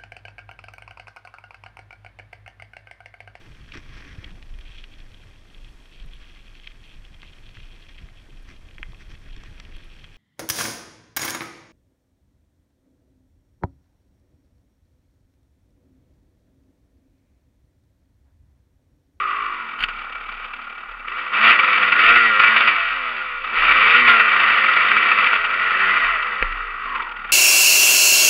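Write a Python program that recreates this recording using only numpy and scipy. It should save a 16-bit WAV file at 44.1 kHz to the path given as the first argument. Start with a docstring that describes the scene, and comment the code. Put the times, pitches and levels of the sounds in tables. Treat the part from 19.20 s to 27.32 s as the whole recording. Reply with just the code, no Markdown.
"""Dirt bike from a helmet camera

A two-stroke engine coasts down to a lumpy idle, is revved twice, stutters and slows with whining gears.
Its firings rattle the crankcase, ring the cylinder and pipe, and puff out of the exhaust.
The helmet is scraped, later sharply knocked, and the camera wobbles on its mount.
The camera's sealed housing rings, and the loudest pulses overload its microphone."""
import sys
import numpy as np
from scipy import signal
from scipy.fft import rfft, irfft, next_fast_len
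from scipy.io import wavfile
from scipy.ndimage import uniform_filter1d, minimum_filter1d, map_coordinates

SR = 44100
rng = np.random.default_rng(int(sys.argv[2]) if len(sys.argv) > 2 else 0)


def generate_wav(sig):
    """Save sig (samples, or channels by samples) to the path in sys.argv[1] as 16-bit PCM at SR."""
    pcm = np.round(np.clip(np.atleast_2d(sig).T, -1, 1) * 32767).astype(np.int16)
    wavfile.write(sys.argv[1], SR, pcm)


N = 358088
T = np.arange(N) / SR
CRUISE_TURNS_PER_S = 100


def from_db(db):
    """Turn decibels into a gain."""
    return 10 ** (np.asarray(db) / 20)


def unit_level(x):
    """Scale a sound so that its average level (rms) is 1."""
    return x / np.sqrt(np.mean(x ** 2) + 1e-20)


def evened(x, size=4000):
    """Hold the level near 1 all along; quick beats stay."""
    power = uniform_filter1d(uniform_filter1d(x ** 2, size), size)
    return x / np.sqrt(np.abs(power) + 1e-12)


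def curve(rows):
    """Join (time, value) points with straight lines."""
    return np.interp(T, *np.transpose(rows))


def drift(rate):
    """A smooth random wander of about 1 either way, through `rate` points a second."""
    points = rng.standard_normal(N // 8)[:int(T[-1] * rate) + 4]
    return unit_level(map_coordinates(points, [T * rate], order=3, mode="nearest"))


# Pitches that the camera housing boosts or dulls: f/Hz, width/Hz, level/dB
HOUSING_RESONANCES = [(1426, 91, 8), (1702, 61, -4), (1915, 230, 4.5), (2198, 130, -1.5), (2315, 65, 7.5),
                      (2623, 55, 5.5), (3670, 42, 4), (4470, 350, 4)]

def housed(x, colour):
    """Filter a sound by its own tone colour and by the ringing of the housing."""
    size = 2 * next_fast_len(N // 2 + 8192)
    hz = np.arange(size // 2 + 1) * SR / size + 1e-3
    colour_hz, colour_db = np.transpose(colour)
    db = np.interp(np.log(hz), np.log(colour_hz), colour_db)
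    for centre, width, peak_db in HOUSING_RESONANCES:
        db += peak_db / (1 + (2 * (hz - centre) / width) ** 2)
    cepstrum = irfft(db * np.log(10) / 20)
    cepstrum[1:size // 2] *= 2   # folded so that nothing rings before it is struck
    cepstrum[size // 2 + 1:] = 0
    return irfft(rfft(x, size) * np.exp(rfft(cepstrum)))[:N]


# Tone colour of the hiss, and of the overloaded microphone's sizzle: f/Hz, level/dB
SIZZLE_COLOUR = [(4000, -26), (5500, -9.5), (6150, -14), (6700, 0), (7400, -11.5), (8000, -31),
                 (9200, -4.5), (10400, -0.5), (13000, -11), (15500, -14.5)]

def electronics(hiss_db, whistle_hz, whistle_db):
    """The camera's own faint hiss and high whistle."""
    whistle = np.sin(2 * np.pi * np.cumsum(whistle_hz + 45 * drift(200)) / SR)
    hiss = unit_level(housed(rng.standard_normal(N), SIZZLE_COLOUR))
    return from_db(hiss_db) * hiss + from_db(whistle_db) * whistle


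# Tone colour of the overloaded microphone's dull thud: f/Hz, level/dB
THUD_COLOUR = [(20, -11), (60, -3), (110, -7), (200, -3), (400, -4), (900, -11.5), (2000, -43.5)]

def microphone_overload(bike):
    """The loudest pulses overload the microphone, adding a bright sizzle and a dull thud."""
    push = np.sqrt(np.abs(uniform_filter1d(bike ** 2, size=30)) + 1e-12)
    push = np.minimum(push, .62)
    sizzle = housed(rng.standard_normal(N) * push ** 2.1, SIZZLE_COLOUR)
    thud = housed(rng.standard_normal(N) * push ** 2.8, THUD_COLOUR)
    return from_db(-70.5) * unit_level(sizzle) + from_db(-51) * unit_level(thud)


# Jolts that shake the camera: t/s, level/dB
MOUNT_JOLTS = [(.62, -38.5), (1.12, -53), (1.7, -46), (2.87, -42.5), (4.39, -37.5), (4.82, -47), (6.2, -49),
               (6.64, -47.5), (6.85, -41.5), (7.235, -26.5), (7.66, -48)]

def wobble(mount_hz, rise_s, fall_s, sway_db):
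    """The camera rocks on its mount at one low, unsteady pitch: always a little, more after a jolt."""
    reach = from_db(sway_db + 4 * drift(6.4))
    for s, db in MOUNT_JOLTS:
        rise = np.clip((T - s) / rise_s + 1, 0, 1)
        reach += from_db(db) * rise * np.exp(-np.maximum(T - s, 0) / fall_s)
    rocking = np.sin(2 * np.pi * np.cumsum(mount_hz * (1 + .1 * drift(25))) / SR)
    band = signal.butter(2, [20, 55], "band", fs=SR, output="sos")
    rumble = signal.sosfilt(band, signal.sosfilt(band, rng.standard_normal(N)))
    return reach * unit_level(rocking + .099 * unit_level(rumble))


def contacts(rows, colour):
    """Each contact is a dying rattle of tiny impacts carried into the housing."""
    grit = rng.choice([-1., 1.], N)
    force = sum(from_db(db) * (T >= s) * np.exp(-np.abs(T - s) / decay) for s, db, decay in rows)
    return housed(grit * force, colour) / np.std(housed(grit, colour))


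# Scrapes on the helmet: t/s, level/dB, decay/s
HELMET_SCRAPES = [(.589, -29, 0.015), (.604, -22.5, 0.013), (.625, -21, 0.011), (.638, -8.5, 0.0034),
                  (.643, -27, 0.0019), (.686, -23.5, 0.0075), (1.884, -23, 0.0016)]
# Their tone colour: f/Hz, level/dB
SCRAPE_COLOUR = [(60, -20), (700, -16), (1300, 2), (2000, -2.5), (3000, 3.5), (3900, -23), (4600, -16),
                 (6000, -53), (6800, -33), (8000, -55), (10000, -37), (15500, -61)]

def scrape():
    """Something drags over the helmet and snaps free."""
    return contacts(HELMET_SCRAPES, SCRAPE_COLOUR)


# The rattle just after the knock: t/s, level/dB, decay/s
KNOCK_RATTLE = [(7.2262, -9, 0.0015), (7.229, -18, 0.0036)]
# Tone colour of the knock and its rattle: f/Hz, level/dB
KNOCK_COLOUR = [(30, -2.5), (150, 1), (330, -10.5), (500, 0.5), (750, -11), (1400, 2), (2000, 3),
                (2600, 3.5), (3500, -20), (4600, -27.5), (6000, -74), (10000, -56), (16000, -82)]

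def knock(at_s, crack_db, thump_hz, thump_db, thump_s):
    """One hard push cracks through the housing, and the helmet's shell answers with a short thump."""
    push = np.zeros(N)
    push[int(at_s * SR)] = 1
    crack = housed(push, KNOCK_COLOUR)
    crack *= from_db(crack_db) / np.abs(crack).max()
    age = np.maximum(T - at_s, 0)
    thump = from_db(thump_db) * np.sin(2 * np.pi * thump_hz * age) * np.exp(-age / thump_s)
    return crack + thump + contacts(KNOCK_RATTLE, KNOCK_COLOUR)


def tones(turns, rows, waver_db):
    """Pure tones at multiples of the crankshaft's speed, each swelling and fading on its own."""
    out = np.zeros(N)
    for multiple, db in rows:
        gain = from_db(db + waver_db * drift(9))
        out += gain * np.sin(2 * np.pi * (multiple * turns + rng.random()))
    return unit_level(out)


def clatter(turns, rough, beat_db, scatter_db, size=4096, count=170):
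    """Every turn repeats a slowly changing pattern of small knocks; rough running blurs it to noise."""
    patterns = irfft(np.c_[np.zeros(3), np.exp(2j * np.pi * rng.random((3, count)))], size)
    repeating = evened(sum(drift(8) * np.interp(turns % 1, np.arange(size) / size, p) for p in patterns))
    rough = np.clip(rough, 0, 1)
    knocks = np.sqrt(1 - rough) * repeating + np.sqrt(rough) * rng.standard_normal(N)
    beat = np.cos(2 * np.pi * turns)   # peaks as the exhaust port opens
    strength = rng.standard_normal(size)[(turns + .5).astype(int) % size]   # no two strokes are equal
    return knocks * from_db(beat_db * rough * beat + scatter_db * strength * (1 + beat) / 2)


# Loudness of the gear whine: t/s, level/dB
WHINE_LEVEL = [(0, -24), (.17, -25.5), (.32, -30.5), (.6, -54), (7.2, -59), (7.33, -36), (7.58, -36.5),
               (7.75, -28), (7.88, -38.5), (8.0, -53)]
# Tones of the gear teeth: multiple of crankshaft speed, relative level/dB
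GEAR_TONES = [(20, -9.5), (21, 1), (22, -3), (23, -2.5), (24, -10)]

def gear_whine(turns):
    """Meshing gear teeth sing through the crankcase as the engine runs down."""
    teeth = tones(turns + .012 * drift(90), GEAR_TONES, waver_db=-.5)
    return evened(housed(teeth, CRANKCASE_COLOUR)) * from_db(curve(WHINE_LEVEL))


# Pitches where engine overtones sing out, boosted by the exhaust or the camera housing:
# f/Hz, width/Hz, level/dB in fully smooth cruising
SINGING_PITCHES = [(236, 38, -32), (465, 60, -37.5), (650, 40, -37), (793, 70, -37.5), (1396, 170, -16.5),
                   (1905, 160, -18.5), (2330, 120, -21.5)]

def singing(turns, speed, rough, doubling_db):
    """Engine overtones sing out as they slide past a resonance, most in fast, smooth running."""
    out = np.zeros(N)
    for hz, width, db in SINGING_PITCHES:
        multiple = np.round(hz / speed)
        off_hz = multiple * speed - hz
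        in_tune = np.cos(np.pi * off_hz / speed) / np.sqrt(1 + (2 * off_hz / width) ** 2)
        cycles = multiple * turns + rng.random() + .058 * drift(7)
        out += from_db(db) * in_tune * np.sin(2 * np.pi * cycles)
    return out * (1 - rough) ** 2 * from_db(doubling_db * np.log2(speed / CRUISE_TURNS_PER_S))


# Tones of the exhaust's hum: multiple of crankshaft speed, relative level/dB
EXHAUST_TONES = [(1, -4.5), (2, 1), (3, 2.5), (4, -1), (5, 3.5), (6, 1.5), (7, 4), (8, 3.5), (9, -2.5),
                 (10, -4.5), (11, -6.5), (12, -8)]
# Tone colour of the exhaust: f/Hz, level/dB
EXHAUST_COLOUR = [(50, -33.5), (110, -12.5), (165, -10.5), (230, 4), (285, -5.5), (350, 0), (440, 3.5),
                  (520, 5.5), (590, -3), (670, 7), (800, -20.5), (1100, -6), (2000, -34.5), (5000, -73.5)]

def exhaust(turns, rough, swell):
    """Gas leaves once a turn: a hum in smooth running, with more noisy puffs when rough."""
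    puffs = clatter(turns, 1, beat_db=2.2, scatter_db=2.5) * swell * np.sqrt(rough)
    puffs = unit_level(housed(puffs, EXHAUST_COLOUR))
    hum = unit_level(housed(tones(turns, EXHAUST_TONES, waver_db=4.5), EXHAUST_COLOUR))
    return evened(hum * (1.15 - rough) + puffs * from_db(-9))


# Tone colour of the crankcase: f/Hz, level/dB
CRANKCASE_COLOUR = [(300, -46), (700, -19.5), (950, -12.5), (1130, -2), (1300, 3), (1500, -6.5),
                    (1750, -13.5), (2400, -27), (4000, -50), (6000, -84.5)]

def crankcase(turns, rough, swell):
    """The case around the crankshaft clatters with every turn."""
    knocks = clatter(turns, .91 * rough, beat_db=-.5, scatter_db=2.5)
    return evened(housed(knocks * swell, CRANKCASE_COLOUR))


# Tone colour of the cylinder: f/Hz, level/dB
CYLINDER_COLOUR = [(1000, -44.5), (1550, -4.5), (1780, -4), (1950, 2), (2080, -2.5), (2250, -16),
                   (2620, -8.5), (2900, -10.5), (3400, -29.5), (4100, -43), (4550, -32), (5600, -67)]

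def cylinder(turns, rough, swell):
    """Bursts of burning fuel make the cylinder ring."""
    knocks = clatter(turns, .98 * rough, beat_db=-1, scatter_db=1.2)
    return evened(housed(knocks * swell ** .76, CYLINDER_COLOUR))


# Tone colour of the expansion pipe, the wide part of the exhaust: f/Hz, level/dB
PIPE_COLOUR = [(1400, -31), (2050, -5.5), (2300, 2), (2600, -0.5), (2850, -2.5), (3150, -8.5), (3700, -15),
               (4050, -29.5), (4600, -26), (5000, -35), (5450, -41), (6000, -66), (9000, -95)]

def pipe(turns, rough, swell):
    """Each firing makes the pipe's thin wall rasp."""
    knocks = clatter(turns, 1.1 * rough, beat_db=1, scatter_db=2.5)
    return evened(housed(knocks * swell ** 1.06, PIPE_COLOUR))


def putter(turns, speed, rough, swing_db):
    """At idle each turn is a beat of its own; with more speed the beats run together."""
    deepest, merged = 29, 88   # turns per second
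    apart = np.clip((merged - speed) / (merged - deepest), 0, 1)
    return from_db(swing_db * apart * rough * np.cos(2 * np.pi * turns))


def stutter(turns, rough, threshold=.4, count=300):
    """Rows of (time, strength): every 3 to 5 turns the fuel catches, harder in rough running."""
    turn = np.cumsum(rng.integers(3, 6, count))
    times = np.interp(turn, turns, T)
    amount = np.clip((np.interp(times, T, rough) - threshold) / (1 - threshold), 0, 1)
    db = amount * (4.5 + 1.5 * rng.standard_normal(count))
    return np.c_[times, db][turn < turns[-1]]


# The hardest firings: t/s, level/dB above the running engine before scaling by `height`
HARD_FIRINGS = [(.693, 5.5), (.791, 2.5), (.956, 7), (1.126, 6), (1.248, 7.5), (1.695, 3.5), (1.884, 5.5),
                (1.923, 6), (2.395, 7.5), (2.437, 5.5), (2.483, 4.5), (2.633, 5), (2.683, 5), (2.725, 8.5),
                (2.794, 5), (2.895, 4.5), (2.964, 9), (3.201, 8.5), (3.24, 5.5), (3.279, 3.5), (3.368, 6),
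                (3.41, 4.5), (3.48, 8), (4.246, 9), (4.278, 6.5), (4.514, 4), (4.883, 11.5), (5.003, 8.5),
                (5.568, 5), (5.769, 4), (5.92, 6), (5.99, 4), (6.068, 3.5), (6.134, 5.5), (6.162, 4.5),
                (6.248, 5.5), (7.754, 5), (7.802, 6), (7.969, 4), (8.095, 8)]

def firings(turns, rough, rise_s, fall_s, lead_s, height, gap_s):
    """Hard firings, and the stutter in the gaps between them, each briefly swell the engine's noise."""
    hard_times = np.array(HARD_FIRINGS)[:, 0]
    catches = [(s, db) for s, db in stutter(turns, rough) if np.abs(s - hard_times).min() > gap_s]
    swell = np.ones(N)
    for s, db in [*HARD_FIRINGS, *catches]:
        near = slice(max(int((s - .03) * SR), 0), int((s + .05) * SR))
        lag = T[near] - s + lead_s
        shape = np.exp(-np.where(lag < 0, (lag / rise_s) ** 2, lag / fall_s))
        swell[near] += height * (from_db(db) - 1) * shape
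    return np.maximum(swell, .2)


# How fast the crankshaft spins: t/s, speed/(turns per s)
CRANK_SPEED = [(0, 55), (.25, 52), (.55, 42.4), (.75, 36.5), (1.85, 37.4), (1.98, 64.3), (2.1, 63.4),
               (2.21, 109), (2.33, 119), (2.39, 105.8), (2.72, 97.7), (2.84, 110), (2.96, 121.5),
               (3.15, 105.2), (3.24, 110), (3.47, 114), (3.58, 96.5), (3.7, 95), (3.85, 82.3), (4.3, 61.5),
               (4.37, 95), (4.44, 106), (4.59, 103), (4.68, 111), (4.79, 123.5), (4.93, 116), (5.11, 108.6),
               (6.09, 103.2), (6.18, 82.3), (6.45, 91.6), (6.6, 96), (6.83, 95), (7.0, 73.5), (7.65, 51.7),
               (7.9, 41.3), (8.12, 33.6)]
# The throttle, two long bursts opened with blips and a last small one: t/s, opening (0-1)
THROTTLE_OPENING = [(0, 0.28), (.5, 0.15), (.8, 0.27), (1.75, 0), (1.99, 0.24), (2.1, 0), (2.16, 0.49),
                    (2.21, 0.38), (2.29, 1), (2.35, 0.5), (2.73, .48), (2.9, 0.79), (3.12, 0.29),
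                    (3.2, 0.66), (3.49, 0.44), (3.73, 0.12), (4.19, 0.01), (4.39, 0.41), (4.49, 0.62),
                    (4.62, 0.59), (4.75, .66), (4.83, 0.45), (4.9, 0.85), (5.02, 0.46), (6.14, 0.51),
                    (6.26, 0.29), (6.75, 0.49), (7.57, 0), (7.76, 0.47), (7.95, 0.12), (8.12, 0.45)]
# How unevenly the engine runs: t/s, roughness (0-1)
ROUGHNESS = [(0, 0.51), (.8, 0.79), (2.1, 0.84), (2.3, 0.54), (2.7, 0.84), (2.95, .35), (3.12, .28),
             (3.25, .6), (3.6, .46), (4.2, 0.53), (4.35, .73), (4.65, .66), (4.8, .36), (4.98, .38),
             (5.15, 0.74), (6.15, 0.79), (6.7, .58), (7.05, .72), (7.5, .55), (8.12, .85)]
# Level added to the pipe and taken from the cylinder: t/s, level/dB
PIPE_OVER_CYLINDER = [(0, -1), (1.3, 4), (1.7, 0.5), (2.55, 1), (3.1, -1), (3.45, 2), (4.3, 1.5), (4.9, .5),
                      (5.2, -1.5), (6.1, 0.5), (6.7, -3), (8.12, -1)]

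def engine():
    """All parts follow one crankshaft; the main four grow louder with speed and throttle."""
    throttle, rough = curve(THROTTLE_OPENING), curve(ROUGHNESS)
    balance = from_db(curve(PIPE_OVER_CYLINDER))
    speed = curve(CRANK_SPEED) * (1 + .011 * rough ** 2 * drift(9))   # wanders when rough
    turns = np.cumsum(speed * (1 + .00586 * rough * drift(50))) / SR
    swell = firings(turns, rough, rise_s=.0038, fall_s=.0095, lead_s=.0021, height=1.57, gap_s=.022)
    swell *= putter(turns, speed, rough, swing_db=2.4)

    def gain(base_db, doubling_db, throttle_db):
        """A base level, plus so much per doubling of speed and so much for full throttle."""
        doublings = np.log2(speed / CRUISE_TURNS_PER_S)
        return from_db(base_db + doubling_db * doublings + throttle_db * throttle)

    rattle = crankcase(turns, rough, swell) * gain(-26.5, 7.25, 14.6)
    ring = cylinder(turns, rough, swell) * gain(-28, 11.6, 13.95) / balance
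    rasp = pipe(turns, rough, swell) * gain(-30.5, 9.27, 20.1) * balance
    hum = exhaust(turns, rough, swell) * gain(-45, 7.3, 14)
    return rattle + ring + rasp + hum + gear_whine(turns) + singing(turns, speed, rough, doubling_db=30.5)


def scene():
    """Bike, helmet and camera in one channel."""
    bike = engine()
    bike += microphone_overload(bike)
    helmet = scrape() + knock(at_s=7.2256, crack_db=-2.8, thump_hz=140.8, thump_db=-28, thump_s=.0057)
    camera = wobble(mount_hz=30, rise_s=.025, fall_s=.13, sway_db=-55)
    camera += electronics(hiss_db=-81.5, whistle_hz=14580, whistle_db=-80.5)
    return (bike + helmet + camera)[None]


def record(dry):
    """A quick limiter turns down the loudest peaks, then the highest treble is cut."""
    allowed = np.minimum(1, .93 / (np.abs(dry) + 1e-9))
    gain = minimum_filter1d(allowed, size=161)
    gain = uniform_filter1d(uniform_filter1d(gain, size=81), size=81)
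    treble_cut = signal.cheby2(14, 60, 16300, fs=SR, output="sos")
    return signal.sosfilt(treble_cut, dry * gain)


dry = scene()
out = record(dry)
generate_wav(out)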